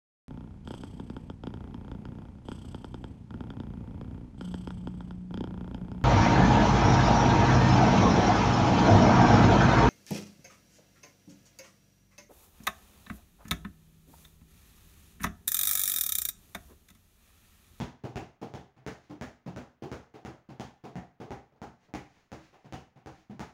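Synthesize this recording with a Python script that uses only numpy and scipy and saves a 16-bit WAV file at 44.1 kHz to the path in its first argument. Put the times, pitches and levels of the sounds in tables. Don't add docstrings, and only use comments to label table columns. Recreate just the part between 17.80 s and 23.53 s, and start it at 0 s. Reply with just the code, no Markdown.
import sys
import numpy as np
from scipy import signal
from scipy.fft import rfft, irfft, next_fast_len
from scipy.io import wavfile

SR = 44100
rng = np.random.default_rng(int(sys.argv[2]) if len(sys.argv) > 2 else 0)


def wrap_up_sound(samples):
    columns = np.atleast_2d(samples).T
    tamed = np.clip(columns, -1, 1)
    steps = np.round(tamed * 32767).astype(np.int16)
    wavfile.write(sys.argv[1], SR, steps)


N = 252693

# (time [s], level [dB], thud [Hz], knock [Hz], smack [Hz], brightness [dB])
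BOUNCES = [(0.0019, 6.5, 251, 947, 3400, -1), (0.3585, 5.5, 385, 695, 2630, -1.5),
           (0.739, 0.9, 400, 748, 3460, -2.5), (1.065, 2, 435, 610, 1550, 2.5),
           (1.4122, 1.5, 252, 628, 1735, 2), (1.7627, -0.5, 252, 570, 1360, 0),
           (2.1166, 1, 478, 500, 1300, 0.5), (2.45, 0.44, 334, 620, 1330, -1),
           (2.798, 1, 220, 807, 3300, 2), (3.1561, 1.3, 170, 730, 1830, -5),
           (3.507, 1.5, 393, 814, 1980, -3.5), (3.8177, -1.5, 228, 872, 1270, -1.5),
           (4.139, 3, 292, 790, 2180, 1), (4.5185, -3, 321, 570, 1370, 1.5),
           (4.9249, 1.16, 493, 752, 2920, 0.5), (5.261, -3.5, 318, 793, 1290, -1),
           (5.5951, -1, 209, 863, 1420, 4)]
# (time [s], level [dB], thud [Hz], thump [dB])
HAND_PATS = [(0.237, 12, 128, -0.5), (0.615, 12.5, 127.4, -6.5), (0.9643, -13, 127.8, -2),
             (1.2967, 3.5, 297, 1.5), (1.661, 8.5, 178, 3.5), (2.0219, 11.5, 376, -1),
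             (2.339, 2.5, 424, -9), (2.6893, 2, 128, 0.5), (3.038, 8.5, 202, -4), (3.401, 8.5, 428, 0.5),
             (4.729, -6, 314, -20), (4.845, -5, 135, -2), (5.158, -10, 143.4, -4), (5.4969, -2, 204, 8.5)]
# (time [s], level [dB])
FOOTFALLS = [(1.019, -10), (3.722, -8.5), (3.76, -7.5), (4.085, -4.5), (4.367, -10.5)]
# (time [s], half length [s], level [dB])
SWISHES = [(1.246, 0.051, -66.5), (4.047, 0.032, -67), (4.37, 0.073, -65.5), (4.641, 0.046, -61),
           (4.8, 0.11, -72.5), (5.373, 0.061, -63.5)]

# (frequency [Hz], level [dB])
FLOOR_HIT = [(25, -36), (45, 1.5), (62, 3.5), (140, 3), (250, 0), (400, -3.5), (560, -8.5), (790, -9),
             (1100, -16), (2000, -17.5), (3800, -24.5), (6500, -24.5), (16000, -35.5)]
# (frequency [Hz], level [dB])
PALM_HIT = [(25, -20), (48, -18), (90, 6), (150, 2), (330, 0), (560, -7.5), (790, -5.5), (1200, -13.5),
            (2600, -21.5), (4000, -31), (6500, -35.5), (16000, -43)]
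# (frequency [Hz], level [dB])
SOLE = [(25, -32), (100, -17), (250, -21.5), (800, -16), (2000, -35), (16000, -55)]
# (frequency [Hz], level [dB])
CLOTH = [(200, 15), (800, 6), (2000, 8.5), (3500, 2), (6500, -1), (16000, -12)]
# (frequency [Hz], level [dB])
HUSH = [(20, 1.5), (70, 2.5), (250, 2.5), (800, -4.5), (2000, -7.5), (6000, -29.5), (16000, -19)]
# (frequency [Hz], gain [dB])
PHONE = [(6800, -2), (8000, -12), (10000, -10.5), (13500, -17.5), (14300, -10.5), (15300, -3), (15800, -8),
         (16100, -28)]

# (frequency [Hz], level [dB], t60 [s])
BALL_AIR = [(705, -67, .6), (797, -61, .12), (1272, -69, .55), (1520, -73, .6), (1762, -68, .8),
            (2060, -66, .8)]
# (frequency [Hz], level [dB])
ROOM_MODES = [(64, -54.5), (76, -52), (94, -58.5), (123, -49.5), (139, -49.5), (182, -50.5), (216, -70),
              (243, -49.5), (320, -49.5), (436, -50)]
# (delay [s], gain [linear])
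WALLS = [(.0052, 0.19), (.0097, 0.75), (0.015, 0.36), (.0195, 0.16), (0.024, 0.15)]
# (frequency [Hz], t60 [s])
ROOM_T60 = [(100, 0.34), (400, 0.29), (1000, 0.36), (2500, 0.34), (6000, 0.35), (15000, 0.28)]
# (frequency [Hz], level [dB])
DIFFUSE = [(40, -12), (120, -4.5), (260, 0), (700, 2.5), (6000, 1), (16000, 2.5)]

BAND_HZ = [140, 400, 850, 1900, 4700]
BOUNCE_TONE_DB = [-1, 1.32, 0.04, -2]
BRIGHTNESS_SHARE = [0, 0.2, 0.8, 1.1]
HAND_TONE_DB = [-2.5, -2.76, -2.3, 3]
PALM_SHIFT = [-0.22, -0.16, -0.49, -0.24]

LENGTH = 20480
AGE = np.arange(LENGTH) / SR
FREQS = np.fft.rfftfreq(LENGTH, 1 / SR)

KNOCK_BEST_HZ, KNOCK_WIDTH_HZ, KNOCK_BOOST_DB = 838, 36, 4.5
SMACK_GROWTH = 0.35
THUD_SHARE, BASS_SHARE = 0.66, 0.75
GLANCE_STRETCH = 0.24
TOUCH_T60_S, TOUCH_RISE_S = 0.014, 0.0007
FINGERS_DB, PALM_LAG_S = -4.5, 0.004


def amp(db):
    return 10 ** (np.asarray(db) / 20)


def along(points, hz):
    f, v = np.transpose(points)
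    return np.interp(np.log(hz + 1), np.log(f + 1), v)


def fade(t60):
    return np.exp(-np.log(1000) * AGE / t60)


def pulse(db):
    cepstrum = irfft(np.log(amp(db)))
    cepstrum[1:LENGTH // 2] *= 2
    cepstrum[LENGTH // 2 + 1:] = 0
    return irfft(np.exp(rfft(cepstrum)))


def through(x, response):
    return signal.fftconvolve(x, response)[:len(x)]


def add(track, s, sound):
    start = max(0, round(s * SR))
    track[start:start + len(sound)] += sound[:N - start]


def noise(spectrum):
    white = rng.standard_normal(N + LENGTH)
    x = signal.fftconvolve(white, pulse(along(spectrum, FREQS)), "valid")[:N]
    return x / x.std()


def hush():
    return amp(-73.5) * noise(HUSH)


def resonance(hz, db, t60):
    return amp(db) * np.cos(2 * np.pi * hz * AGE) * fade(t60)


def contact(spectrum, tone, body, ring_db):
    thump, knock, smack, crack = tone
    tilt = along(list(zip(BAND_HZ, [thump, 0, knock, smack, crack])), FREQS)
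    air = np.zeros(LENGTH)
    for hz, db, t60 in BALL_AIR:
        air += resonance(hz, db + ring_db + rng.normal(0, 0.89), t60)
    blow = pulse(along(spectrum, FREQS) + tilt)
    return blow + through(blow, body + air)


def room_tail(gap, build=0.0035):
    hz, t, z = signal.stft(rng.standard_normal(LENGTH), SR, nperseg=256)
    decay = np.exp(-np.log(1000) * t / along(ROOM_T60, hz)[:, None])
    tail = signal.istft(z * decay, SR, nperseg=256)[1][:LENGTH]
    tail *= 0.65 + 0.37 * np.tanh((AGE - gap) / build)
    return through(tail / np.linalg.norm(tail), pulse(along(DIFFUSE, FREQS)))


def room(direct, echo_db, modes_db, gap):
    path = direct + amp(echo_db) * room_tail(gap)
    for delay, gain in WALLS:
        shifted_delay = abs(delay + rng.normal(0, 0.0006))
        path += gain * np.roll(direct, int(shifted_delay * SR))
    for hz, db in ROOM_MODES:
        wave = np.sin(2 * np.pi * (hz * AGE + rng.random()))
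        path += amp(db + modes_db + rng.normal(0, 0.61)) * wave * fade(along(ROOM_T60, hz))
    return path


def bounces():
    track = np.zeros(N)
    for s, db, thud_hz, knock_hz, smack_hz, bright_db in BOUNCES:
        tone = np.array(BOUNCE_TONE_DB) + bright_db * np.array(BRIGHTNESS_SHARE)
        tone[1] += KNOCK_BOOST_DB * np.exp(-((knock_hz - KNOCK_BEST_HZ) / KNOCK_WIDTH_HZ) ** 2)
        body = resonance(136, db=-55, t60=0.016)
        body += resonance(thud_hz, db=-45.5, t60=0.095)
        body += resonance(knock_hz, db=-38, t60=0.034)
        body += amp(SMACK_GROWTH * db) * resonance(smack_hz, db=-25, t60=0.0045)
        blow = -contact(FLOOR_HIT, tone, body, ring_db=-1.5)
        path = room(signal.unit_impulse(LENGTH), echo_db=6.0, modes_db=1.5, gap=0.01)
        add(track, s, amp(db) * through(blow, path))
    return track


def soft_touch(t60, rise=0.00035, split_hz=450):
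    smear = rng.standard_normal(LENGTH) * fade(t60) * (1 - np.exp(-AGE / rise))
    smear /= np.linalg.norm(smear)
    contacts = signal.lfilter(*signal.butter(2, split_hz, "high", fs=SR), smear)
    push = signal.lfilter(*signal.butter(2, split_hz, fs=SR), signal.unit_impulse(LENGTH))
    return push + contacts


def hands(level_db=-10.0):
    track = np.zeros(N)
    for s, db, thud_hz, thump_db in HAND_PATS:
        tone = np.array(HAND_TONE_DB) + db * np.array(PALM_SHIFT)
        tone[0] += BASS_SHARE * thump_db
        body = resonance(146, db=-44.0, t60=0.08)
        body += resonance(762, db=-46.5, t60=0.048)
        body += amp(THUD_SHARE * thump_db) * resonance(thud_hz, db=-41.5, t60=0.083)
        blow = -contact(PALM_HIT, tone, body, ring_db=2.5)
        slide = amp(-GLANCE_STRETCH * thump_db)
        fingers = soft_touch(t60=TOUCH_T60_S * slide, rise=TOUCH_RISE_S * slide)
        palm = soft_touch(t60=TOUCH_T60_S * slide, rise=TOUCH_RISE_S * slide)
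        touch = amp(FINGERS_DB) * fingers + np.roll(palm, int(PALM_LAG_S * SR))
        path = room(touch, echo_db=9.5, modes_db=1, gap=0.012)
        add(track, s, amp(db + level_db) * through(blow, path))
    return track


def steps():
    track = np.zeros(N)
    for s, db in FOOTFALLS:
        path = room(soft_touch(t60=0.089), echo_db=-1.5, modes_db=8, gap=0.015)
        add(track, s, amp(db) * through(pulse(along(SOLE, FREQS)), path))
    return track


def trousers():
    t = np.arange(N) / SR
    swell = np.zeros(N)
    for s, half, db in SWISHES:
        swell += amp(db) * np.exp(-((t - s) / half) ** 2 / 2)
    return swell * noise(CLOTH)


def scene():
    mix = hush() + bounces() + hands() + steps() + trousers()
    return mix[None]


def record(dry):
    top_hz = 16400
    coloured = through(dry[0], pulse(along(PHONE, FREQS)))
    size = next_fast_len(N + LENGTH)
    kept = np.fft.rfftfreq(size, 1 / SR) < top_hz
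    return irfft(rfft(coloured, size) * kept, size)[None, :N]


dry = scene()
out = record(dry)
wrap_up_sound(out)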